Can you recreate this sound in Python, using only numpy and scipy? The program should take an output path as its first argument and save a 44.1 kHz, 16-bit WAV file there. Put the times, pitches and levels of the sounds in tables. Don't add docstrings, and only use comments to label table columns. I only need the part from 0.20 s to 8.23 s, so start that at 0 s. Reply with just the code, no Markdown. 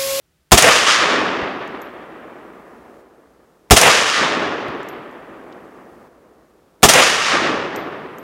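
import sys
import numpy as np
from scipy import signal
from scipy.fft import rfft, irfft
from scipy.io import wavfile
from scipy.ndimage import uniform_filter1d, map_coordinates

SR = 44100
rng = np.random.default_rng(int(sys.argv[2]) if len(sys.argv) > 2 else 0)


def generate_wav(signal):
    frames = np.transpose(np.atleast_2d(signal))
    scaled = np.clip(frames, -1, 1) * 32767
    pcm = np.round(scaled).astype(np.int16)
    wavfile.write(sys.argv[1], SR, pcm)


N = 354105
TIME = np.arange(N) / SR

# (time [s], blast gain [dB], boom gain [dB],
# woods gain [dB], woods lag [s], hills gain [dB], hills tilt [dB/octave])
SHOTS = [(.3180, -4.5, 1.5, 3, .004, 2.5, 0.18), (3.5081, -3.5, 4.5, -1, .03, 0.5, -0.5),
         (6.6306, -4.5, -11.5, -2, .05, 0, -1.15)]
# (frequency [Hz], gain [dB])
HOUSING_RESPONSE = [(500, -0.5), (950, -2), (1220, 1), (1500, -1), (1800, 2), (2050, 0), (2300, 0),
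                    (3600, 0), (4150, -2), (5000, 0.5), (7200, 0.5), (8100, -2), (9000, 1.5), (10500, -1)]


def rifle(shared_power=0.56, hammer_lead_s=.0067):
    out, age = np.zeros(N), np.arange(4 * SR) / SR
    landscape = scatter(age, lumpy_db=2.5)
    for start, blast_db, boom_db, *far_settings in SHOTS:
        moving_air = scatter(age, lumpy_db=1.0)
        grain = np.sqrt(shared_power) * landscape + np.sqrt(1 - shared_power) * moving_air
        grain = coloured(grain, HOUSING_RESPONSE)
        add(out, start - hammer_lead_s, hammer())
        add(out, start, amp(blast_db) * muzzle_blast(age, grain) + amp(boom_db) * boom(age))
        echoes = near_echoes(age, grain) + far_echoes(age, grain, *far_settings)
        add(out, start, air_absorption(echoes))
        add(out, start, crack_echo())
    return out


# (frequency [Hz], relative level [dB])
BLAST_SPECTRUM = [(30, -22), (100, -3.5), (220, -2.5), (330, -1.5), (420, 3), (560, -8.5), (700, 3),
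                  (900, -2), (1150, -3.5), (1500, -9.5), (2500, -9.5), (3600, -9.5), (4300, -13.5),
                  (7000, -11), (10000, -16.5), (15000, -23.5)]


def muzzle_blast(age, grain, gain_db=9.5, hold_s=.012, db_per_doubling=9, fall_db_per_s=88):
    late = np.maximum(age, hold_s)
    spreading_db = db_per_doubling * np.log2(late / hold_s)
    decay_db = fall_db_per_s * (late - hold_s)
    return amp(gain_db - spreading_db - decay_db) * coloured(grain, BLAST_SPECTRUM)


# (frequency [Hz], relative level [dB], time to peak [s])
MIC_SWINGS = [(57.3, -3, 0.0068), (106, -4, 0.0071)]


def boom(age):
    return -sum(amp(db) * pulse(age / peak_s) * np.sin(2 * np.pi * hz * age)
                for hz, db, peak_s in MIC_SWINGS)


def hammer(level_db=-21.5, t60_s=0.019):
    steel = [(200, -20), (1200, -0.5), (2500, 2.5), (5000, -15.5), (9000, -12.5), (15000, -19)]
    return burst(np.arange(SR // 20) / SR, level_db, t60_s, steel)


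# (surface, delay [s], relative level [dB], rise [s], hold [s], fall [dB/s])
REFLECTORS = [("bank", .054, -5, 0.0064, 0.0054, 420), ("bank", 0.061, -16, .006, 0.021, 90),
              ("trees", 0.097, -10, 0.023, 0.053, 400), ("trees", .147, -8.5, 0.0063, 0.009, 290),
              ("trees", 0.2, -19, .008, 0.078, 68), ("thicket", 0.17, -13, 0.033, 0.018, 33.8),
              ("woods", 0.3, -11.5, 0.062, 0.068, 55), ("woods", 0.69, -44, .15, .05, 26),
              ("hills", .45, -20, .06, 0.2, 17.9), ("hills", 1.45, -36, .22, .15, 7.8)]


def echo_envelope(age, surface):
    power = np.zeros(len(age))
    for name, delay_s, db, rise_s, hold_s, fall_db_per_s in REFLECTORS:
        if name == surface:
            t = age - delay_s
            onset = np.clip(t / rise_s, 0, 1)
            decay_db = fall_db_per_s * np.maximum(t - rise_s - hold_s, 0)
            power += (onset * amp(db - decay_db)) ** 2
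    return np.sqrt(power)


# (frequency [Hz], relative level [dB])
BANK_SPECTRUM = [(30, -14), (140, -13), (320, -12), (650, 2.5), (1300, 0), (2600, 0.5), (4500, -1),
                 (7000, -2.5), (10000, -4), (15000, -18)]
TREES_SPECTRUM = [(25, -29), (70, -18), (150, -7), (340, -5.5), (500, 5), (700, 4), (900, 0), (1400, -2.5),
                  (2600, -1.5), (4400, -13), (7000, -12.5), (10000, -16), (15000, -26.5)]


def near_echoes(age, grain):
    bank = echo_envelope(age, "bank") * coloured(grain, BANK_SPECTRUM)
    trees = echo_envelope(age, "trees") * coloured(grain, TREES_SPECTRUM)
    return bank + trees


# (frequency [Hz], relative level [dB])
WOODS_SPECTRUM = [(25, -33.5), (70, -24.5), (150, -25.5), (320, -12.5), (620, -12), (1150, 4), (2000, 0.5),
                  (3300, 1), (4400, 0.5), (6500, -0.5), (9000, -7), (15000, -23.5)]
HILLS_SPECTRUM = [(25, -37), (60, -26), (130, -12), (220, -3.5), (320, 2), (500, 0.5), (750, -1),
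                  (1150, -1.5), (2000, -5), (3300, -8.5), (4500, -13.5), (7000, -24), (12000, -38)]


def far_echoes(age, grain, woods_db, woods_lag_s, hills_db, tilt_db_per_octave):
    deep_woods = amp(woods_db) * echo_envelope(age - woods_lag_s, "woods")
    woods = np.hypot(echo_envelope(age, "thicket"), deep_woods) * coloured(grain, WOODS_SPECTRUM)
    tilted = [(hz, db + tilt_db_per_octave * np.log2(hz)) for hz, db in HILLS_SPECTRUM]
    hills = amp(hills_db) * echo_envelope(age, "hills") * coloured(grain, tilted)
    return flutter(age) * (woods + hills)


def flutter(age, depth_db=0.75, knots_per_s=22):
    knots = rng.standard_normal(400)
    return amp(depth_db * map_coordinates(knots, [age * knots_per_s], mode="wrap"))


def air_absorption(x, db_per_s_at_1khz=3.0, exponent=1.11):
    hz, age, spectra = signal.stft(x, SR, nperseg=256)
    loss_db = db_per_s_at_1khz * age * (hz[:, None] / 1000) ** exponent
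    return signal.istft(spectra * amp(-loss_db), SR, nperseg=256)[1][:len(x)]


# (frequency [Hz], relative level [dB])
CRACK_SPECTRUM = [(500, -21.5), (2500, -5.5), (4500, -7.5), (6000, 3), (8000, -4.5), (15000, -17.5)]


def crack_echo(delay_s=.1058, level_db=-2, t60_s=0.021):
    snap = burst(np.arange(SR // 20) / SR, level_db, t60_s, CRACK_SPECTRUM)
    return np.pad(snap, (round(delay_s * SR), 0))


# (delay [s], level [dB])
SLOPE_ECHOES = [(.508, -34), (.660, -21), (1.034, -23.5)]
# (frequency [Hz], relative level [dB])
KNOCK_SPECTRUM = [(60, -37), (180, -6), (300, 11.5), (500, -2), (900, -29), (2500, -25), (6000, -61),
                  (10000, -100)]


def slope_echoes(peak_s=0.0062):
    out, t = np.zeros(N), np.arange(SR // 5) / SR
    for delay_s, db in SLOPE_ECHOES:
        knock = amp(db) * pulse(t / peak_s) * noise(len(t), KNOCK_SPECTRUM)
        for start, *_ in SHOTS:
            add(out, start + delay_s, knock)
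    return out


# (time [s], tick level [dB], ring level [dB], ring frequency [Hz])
CASE_LANDINGS = [(1.476, -46.5, -62, 12100), (1.617, -42.5, -44, 12260), (4.630, -46, -72, 12250),
                 (4.687, -37, -43, 12330), (4.912, -57, -64, 12450), (7.56, -32.5, -38, 13170),
                 (7.984, -45, -43.5, 13200)]
# (frequency [Hz], relative level [dB])
TICK_SPECTRUM = [(2500, -30), (5000, 0), (7200, 9), (8500, -5), (9700, -10), (12500, -3), (16000, -20)]


def spent_cases(tick_t60_s=0.021, ring_t60_s=0.12, twin_t60_s=.5, twin_db=-18, split_hz=24):
    out, t = np.zeros(N), np.arange(SR // 2) / SR
    for start, tick_db, ring_db, hz in CASE_LANDINGS:
        tick = burst(t, tick_db, tick_t60_s, TICK_SPECTRUM)
        waver_rad = .7 * noise(len(t), [(100, 0), (600, -40), (3000, -90)])
        phase = 2 * np.pi * hz * t + waver_rad
        ring = amp(-60 * t / ring_t60_s) * np.sin(phase)
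        twin = amp(twin_db - 60 * t / twin_t60_s) * np.sin(phase + 2 * np.pi * split_hz * t)
        add(out, start, tick + amp(ring_db) * (ring + twin))
    return out


# (time [s], level [dB])
SOFT_BUMPS = [(1.220, -26.5), (4.484, -29)]
DRY_CLICKS = [(5.325, -43.5)]


def bumps_and_click(bump_t60_s=0.091, click_t60_s=0.027):
    out, t = np.zeros(N), np.arange(SR // 4) / SR
    bump_spectrum = [(25, -16), (60, -4), (130, 0), (300, -13), (1500, -60), (5000, -90)]
    click_spectrum = [(1200, -23), (3200, 8), (5500, -4.5), (9000, -28)]
    for start, db in SOFT_BUMPS:
        add(out, start, burst(t, db, bump_t60_s, bump_spectrum))
    for start, db in DRY_CLICKS:
        add(out, start, burst(t, db, click_t60_s, click_spectrum))
    return out


# (frequency [Hz], relative level [dB])
HUSH_SPECTRUM = [(15, -47.5), (25, -18), (43, -7), (64, -1.5), (116, -13), (156, -5), (233, -17.5),
                 (359, -13.5), (1050, -25), (1240, -21), (15500, -33.5)]


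def outdoor_hush(before_db=-64.5, after_db=-58.5):
    level_db = np.where(TIME > SHOTS[0][0], after_db, before_db)
    return amp(level_db) * noise(N, HUSH_SPECTRUM)


def scatter(age, lumpy_db):
    knots = rng.standard_normal(len(age) // 64 + 2)
    lumps = np.interp(np.linspace(0, len(knots) - 1, len(age)), np.arange(len(knots)), knots)
    return unit(rng.standard_normal(len(age)) * amp(lumpy_db * lumps))


def amp(db):
    return 10 ** (np.asarray(db) / 20)


def unit(x):
    return x / np.sqrt(np.mean(x ** 2) + 1e-20)


def coloured(x, spectrum):
    points_hz, points_db = np.transpose(spectrum)
    hz = np.fft.rfftfreq(len(x), 1 / SR)
    gain_db = np.interp(np.log(hz + 1), np.log(points_hz), points_db)
    return unit(irfft(rfft(x) * amp(gain_db), len(x)))


def noise(samples, spectrum):
    return coloured(rng.standard_normal(samples), spectrum)


def burst(t, level_db, t60_s, spectrum):
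    return amp(level_db - 60 * t / t60_s) * noise(len(t), spectrum)


def pulse(u):
    return u * np.exp(1 - u)


def add(out, start_s, x):
    part = out[round(start_s * SR):][:len(x)]
    part += x[:len(part)]


# (start [s], end [s])
LULLS = [(2.82, 3.49), (5.88, 6.61)]


def scene(lull_db=-4.0):
    mix = rifle() + slope_echoes() + spent_cases() + bumps_and_click() + outdoor_hush()
    in_lull = sum(1. * ((TIME > start) & (TIME < end)) for start, end in LULLS)
    lull = uniform_filter1d(in_lull, size=900)
    return (mix * amp(lull_db * lull))[None]


def record(dry, hardness=8, low_cut_hz=38, ceiling_db=-.4, top_hz=15800):
    sound = signal.sosfilt(signal.butter(3, low_cut_hz, "high", fs=SR, output="sos"), dry)
    clipped = sound / (1 + np.abs(sound / amp(ceiling_db)) ** hardness) ** (1 / hardness)
    return signal.sosfilt(signal.ellip(12, .1, 90, top_hz, fs=SR, output="sos"), clipped)


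dry = scene()
out = record(dry)
generate_wav(out)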